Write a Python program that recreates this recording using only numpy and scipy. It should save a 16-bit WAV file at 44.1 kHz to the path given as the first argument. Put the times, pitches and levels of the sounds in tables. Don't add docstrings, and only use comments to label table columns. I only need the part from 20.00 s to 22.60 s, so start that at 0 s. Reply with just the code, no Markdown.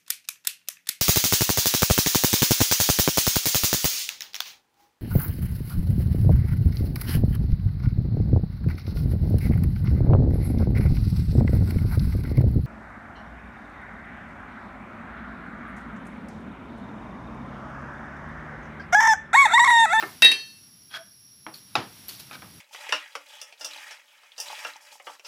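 import sys
import numpy as np
from scipy import signal
from scipy.fft import rfft, irfft, next_fast_len
from scipy.io import wavfile
from scipy.ndimage import map_coordinates

SR = 44100
rng = np.random.default_rng(int(sys.argv[2]) if len(sys.argv) > 2 else 0)


def to_wav(s):
    ch = np.atleast_2d(s).T
    pcm = np.round(np.clip(ch, -1, 1) * 32767)
    wavfile.write(sys.argv[1], SR, pcm.astype(np.int16))


N = 114660
T = np.arange(N) / SR
STEEL_RISE_S = 0.0022


def amp(db):
    return 10 ** (np.asarray(db) / 20)


def unit(x):
    return x / np.sqrt(np.mean(x ** 2) + 1e-20)


def filtered(x, response):
    size = next_fast_len(N + SR // 2)
    spectrum = rfft(x, size)
    gain = response(np.fft.rfftfreq(size, 1 / SR))
    return irfft(spectrum * gain, size)[:N]


def colour(points):
    point_hz, point_db = np.transpose(points)
    return lambda hz: amp(np.interp(np.log(hz + 1), np.log(point_hz + 1), point_db))


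def band(centre_hz, half_width_hz):
    return lambda hz: 1 / (1 + ((hz - centre_hz) / half_width_hz) ** 2)


def noise(response):
    return unit(filtered(rng.standard_normal(N), response))


def wobble(rate):
    return map_coordinates(rng.standard_normal(N // 8), [T * rate + 2])


def fade(start_s, t60, rise=0.000067):
    age = np.maximum(T - start_s, 0)
    return amp(-60 * age / t60) * (1 - np.exp(-age / rise))


def ring(hz, flutter_db, drift):
    phase = 2 * np.pi * (hz * T + rng.random()) + drift * wobble(29)
    return amp(flutter_db * wobble(55)) * np.sin(phase)


def clatter():
    # start_s, utensil_db, bowl_db, crack_db (before the common crack gain),
    # favoured_hz (pitch the contact point favours), boost_db (at that pitch)
    contacts = [(0.2214, 0, -3, -11, 2780, 5.5), (0.2462, -0.5, 0, -16.5, 3350, 1.5),
                (0.3159, -9, -9.5, -21, 2490, 12)]
    # pitch_hz, level_db, t60_s
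    utensil_modes = [(1794, -19, .21), (1864, -17.5, .19), (1921, -21, .18), (2026, -23, .17),
                     (2595, -26, .17), (2685, -9, .125), (3794, -5, .35), (4790, -28, .12),
                     (5230, -31, .15), (8480, -31, .16)]
    # pitch_hz, level_db, t60_s
    bowl_modes = [(1750, -30, .38), (2410, -32, .16), (2620, -27, .1), (2686, -32, .5), (3160, -28, .37),
                  (3817, -31, .48), (4353, -24.5, .53), (4774, -29.5, .52), (5895, -38, .58),
                  (6218, -44, .6), (8021, -56, .8), (8145, -39, .18), (9710, -36, .2)]
    # pitch_hz, level_db
    crack_colour = [(50, -42.5), (120, -26), (270, -2.5), (1200, 1), (2000, 6.5), (5000, 4.5), (7300, -11),
                    (8600, -0.5), (11000, -2), (15500, -23)]
    utensil_rise_s, settle_s, damped_t60_s = 0.0042, 0.317, 0.07
    crack_t60_s, rattle_t60_s, rattle_db, crack_gain_db = 0.037, 0.26, -13, -2

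    def fed(hz, t60, column, rise):
        energy = 0
        for contact in contacts:
            favoured_hz, boost_db = contact[-2:]
            octaves_off = np.log2(hz / favoured_hz)
            boost = boost_db * np.exp(-(octaves_off / .2) ** 2)
            energy = energy + (amp(contact[column] + boost) * fade(contact[0], t60, rise)) ** 2
        return np.sqrt(energy)

    def pair(hz):
        twin = ring(hz + rng.uniform(9, 24), flutter_db=.7, drift=.15)
        return ring(hz, flutter_db=.7, drift=.15) + amp(-11) * twin

    utensil = sum(amp(db) * fed(hz, t60, 1, utensil_rise_s) * ring(hz, flutter_db=1.0, drift=0.11)
                  for hz, db, t60 in utensil_modes)
    damping = amp(-60 * np.maximum(T - settle_s, 0) / damped_t60_s)
    bowl = sum(amp(db) * fed(hz, t60, 2, STEEL_RISE_S) * pair(hz) for hz, db, t60 in bowl_modes)
    cracks = np.zeros(N)
    for start_s, _, _, crack_db, _, _ in contacts:
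        rattle = amp(rattle_db) * fade(start_s, rattle_t60_s)
        cracks += amp(crack_db) * (fade(start_s, crack_t60_s) + rattle)
    return damping * utensil + bowl + amp(crack_gain_db) * cracks * noise(colour(crack_colour))


def knocks():
    # (of the tones, around 1300 Hz)
    blows = [(0.0250, -16, 2220, 1, 1, -19, 7.5), (0.0334, -17.5, 2380, -5.5, 1.53, -28, -2.5),
             (1.4653, -22.5, 2600, 1.5, 0.82, -14.5, 5), (1.7540, -3, 7550, -2.5, 0.96, -35, 2),
             (2.3110, -27.5, 2720, 2, 0.93, -45, 7.5), (2.4212, -31.5, 2640, 5, 0.86, -17, 8)]
    # pitch_hz (before the pitch ratio), level_db (before the tilt), t60_s, rise_s
    dish_modes = [(777, -12.5, 0.096, 0.0074), (900.5, -6.5, 0.045, 0.0043), (1214, -4.5, 0.016, 0.00025),
                  (1403, -4, 0.016, 0.0012), (2676, -7, 0.014, 0.00082), (3947, -14, 0.02, 0.00043),
                  (5190, -15, 0.013, 0.00054)]
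    # pitch_hz, level_db
    click_colour = [(150, -39), (1450, 13.5), (1950, -3.5), (2600, -14), (6000, -11), (7000, -22)]
    # pitch_hz, level_db
    edge_colour = [(3000, -25), (6000, -1), (13000, -3.5), (15500, -8)]
    # pitch_hz, level_db
    answer_colour = [(50, -20.5), (110, 0), (330, -2), (550, -5.5), (800, -2), (1350, -3.5), (1950, -9),
                     (5200, -15), (8000, -35.5)]
    thump_hz, thump_t60_s = 320, 0.142
    click_db, click_t60_s = -8, 0.009
    edge_db, edge_lag_s, edge_t60_s = -30, 0.0022, 0.023
    answer_db, answer_t60_s, bass_t60_s = -17.5, 0.27, .33
    out = np.zeros(N)
    for start_s, level_db, softness_hz, room_db, pitch_ratio, thump_db, tilt_db in blows:
        age = T - start_s
        body = np.zeros(N)
        for hz, mode_db, t60, rise in dish_modes:
            gain = amp(mode_db + tilt_db * np.log2(hz / 1300))
            body += gain * fade(start_s, t60, rise) * np.sin(2 * np.pi * hz * pitch_ratio * age)
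        thump = amp(thump_db) * fade(start_s, thump_t60_s, rise=.003) * np.sin(2 * np.pi * thump_hz * age)
        click = amp(click_db) * fade(start_s, click_t60_s) * noise(colour(click_colour))
        edge = amp(edge_db) * fade(start_s + edge_lag_s, edge_t60_s) * noise(colour(edge_colour))
        wash = noise(colour(answer_colour))
        bass = filtered(wash, lambda hz: 1 / (1 + (hz / 300) ** 4))
        tail = bass * fade(start_s, bass_t60_s, rise=0.035)
        tail += (wash - bass) * fade(start_s, answer_t60_s, rise=0.00057)
        soft = signal.butter(3, softness_hz, fs=SR, output="sos")
        dull = signal.sosfilt(soft, body + thump + click + amp(answer_db + room_db) * tail)
        out += amp(level_db) * (dull + edge)
    return out


def scrapes():
    # loudest_s, rise_s, fall_s, level_db, squeak_hz, squeak_db (over the stroke)
    strokes = [(0.006, 0.013, .03, -36, 1407, -13), (0.915, 0.0054, 0.0069, -50, 3200, -1.5),
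               (0.951, 0.013, 0.013, -32, 3304, -4), (0.965, 0.0099, 0.013, -37, 1696, -2),
               (2.338, 0.021, 0.012, -40.5, 1590, -18), (2.354, 0.011, 0.005, -37.5, 2300, -8)]
    # pitch_hz, level_db
    bed_colour = [(200, -23.5), (650, -1), (5000, -0.5), (7500, -19), (12300, -15.5), (15500, -27)]
    # pitch_hz, width_hz, level_db
    resonances = [(1263, 39, -3.5), (1573, 85, 2.5), (2535, 25, -7.5)]
    roughness_db, bed_db, resonance_db, squeak_half_width_hz = 2.6, -4.5, -5.5, 70

    def body(f):
        total = 0
        for k, (hz, width, db) in enumerate(resonances):
            total = total + (-1) ** k * amp(db) * 1j * f * width / (hz * hz - f * f + 1j * f * width)
        return total

    slips = rng.standard_normal(N) * amp(roughness_db * wobble(700))
    rub = amp(resonance_db) * unit(filtered(slips, body))
    rub += amp(bed_db) * unit(filtered(slips, colour(bed_colour)))
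    out = np.zeros(N)
    for loudest_s, rise, fall, level_db, squeak_hz, squeak_db in strokes:
        squeak = noise(band(squeak_hz, squeak_half_width_hz))
        swell = np.exp(-np.maximum((loudest_s - T) / rise, (T - loudest_s) / fall))
        out += amp(level_db) * swell * (rub + amp(squeak_db) * squeak)
    return out


def ticks():
    # start_s, snap_db, sizzle_db, sizzle_t60_s, ping_db
    slips = [(1.5386, -60.5, -45, 0.28, -38), (1.5762, -37, -56, 0.075, -59),
             (2.0833, -24.5, -38.5, 0.072, -39), (2.088, -26, -38.5, 0.43, -52),
             (2.1946, -43, -39.5, 0.095, -51)]
    # pitch_hz, level_db
    snap_colour = [(1000, -3), (4500, -18), (8000, -17), (12000, 15), (15500, -2.5)]
    # pitch_hz, level_db
    sizzle_colour = [(300, -16), (1900, -8.5), (4450, 0), (8000, -11.5), (11800, -3.5), (15500, -8.5)]
    ping_hz, ping_half_width_hz, ping_t60_s = 4400, 200, .1
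    snaps = sum(amp(db) * fade(start_s, 0.0053) for start_s, db, _, _, _ in slips)
    trails = sum(amp(db) * fade(start_s, t60, rise=0.00163) for start_s, _, db, t60, _ in slips)
    pings = sum(amp(db) * fade(start_s, ping_t60_s, rise=0.0013) for start_s, _, _, _, db in slips)
    sizzle = unit(noise(colour(sizzle_colour)) * amp(2.2 * wobble(600)))
    ping_noise = noise(band(ping_hz, ping_half_width_hz))
    return pings * ping_noise + snaps * noise(colour(snap_colour)) + trails * sizzle


def hollow():
    # start_s, pitch_hz, level_db, t60_s
    note = (0.962, 665, -49, .25)
    start_s, hz, db, t60 = note
    return amp(db) * fade(start_s, t60, rise=0.0082) * ring(hz, flutter_db=9.5, drift=0.64)


def touch():
    # pitch_hz, level_db (before the common level), t60_s
    steel_modes = [(388, -9, .24), (1308, -5, .2), (1787, 0, .21), (2121, -7, .22)]
    start_s, common_db = 0.024, -31
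    return sum(amp(common_db + db) * fade(start_s, t60, STEEL_RISE_S) * ring(hz, flutter_db=4, drift=.3)
               for hz, db, t60 in steel_modes)


def room(x):
    dullness = colour([(100, 4.5), (4000, -15.5), (15000, -21.5)])
    tail = noise(dullness) * fade(0.0023, t60=0.32, rise=0.0023)
    return signal.fftconvolve(x, tail / np.linalg.norm(tail))[:N]


def hums():
    # pitch_hz, start_s, level_db
    tones = [(128.6, 1.13, -73), (75.3, 2, -65)]
    out = np.zeros(N)
    for hz, start_s, db in tones:
        fade_in = np.clip((T - start_s) / 0.063, 0, 1)
        tone = np.sin(2 * np.pi * hz * T + 0.44 * wobble(3.45))
        out += amp(db + 0.95 * wobble(3.1)) * fade_in * tone
    return out


def background():
    # pitch_hz, level_db
    rumble_colour = [(45, -6.5), (125, -3), (210, -4), (300, -11), (1500, -53)]
    # time_s, level_db
    rumble_level = [(0, -56.5), (1.2, -65), (2.0, -56.5), (2.6, -51.5)]
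    # pitch_hz, level_db
    hiss_colour = [(300, -9), (900, -2), (4800, 0.5), (7000, -8.5), (9000, -8), (12500, -3), (15500, -5.5)]
    # time_s, level_db
    hiss_level = [(0, -43.5), (.3, -57), (.6, -60), (1.1, -64.5), (1.45, -64.5), (1.7, -56.5), (2.0, -51),
                  (2.6, -53.5)]
    # pitch_hz, width_hz (full width at half gain), level_db
    whine_bands = [(5610, 230, -58), (10790, 760, -57.5)]
    # pitch_hz, level_db
    air_colour = [(2000, -13), (5000, 13.5), (9200, -21.5), (14000, 8), (15500, 5)]

    def level(rows):
        return amp(np.interp(T, *np.transpose(rows)))

    rumble = level(rumble_level) * noise(colour(rumble_colour))
    hiss = level(hiss_level) * noise(colour(hiss_colour))
    whine = sum(amp(db + 0.49 * wobble(13.0)) * noise(band(hz, width / 2)) for hz, width, db in whine_bands)
    air = amp(-61.5) * noise(colour(air_colour))
    return rumble + hiss + whine + air


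def scene():
    clinks = clatter()
    rubs = scrapes() + ticks()
    echo = room(amp(-12.5) * clinks + amp(-11.5) * rubs)
    spoon_and_steel = clinks + knocks() + rubs + hollow() + touch()
    return (spoon_and_steel + echo + hums() + background())[None]


def record(dry):
    low_cut_hz, ceiling, top_hz = 83, .92, 15550
    low_cut = signal.butter(3, low_cut_hz, "high", fs=SR, output="sos")
    thin = signal.sosfilt(low_cut, dry[0])
    rounded = thin / (1 + np.abs(thin / ceiling) ** 6) ** (1 / 6)
    return filtered(rounded, lambda hz: hz < top_hz)[None]


dry = scene()
out = record(dry)
to_wav(out)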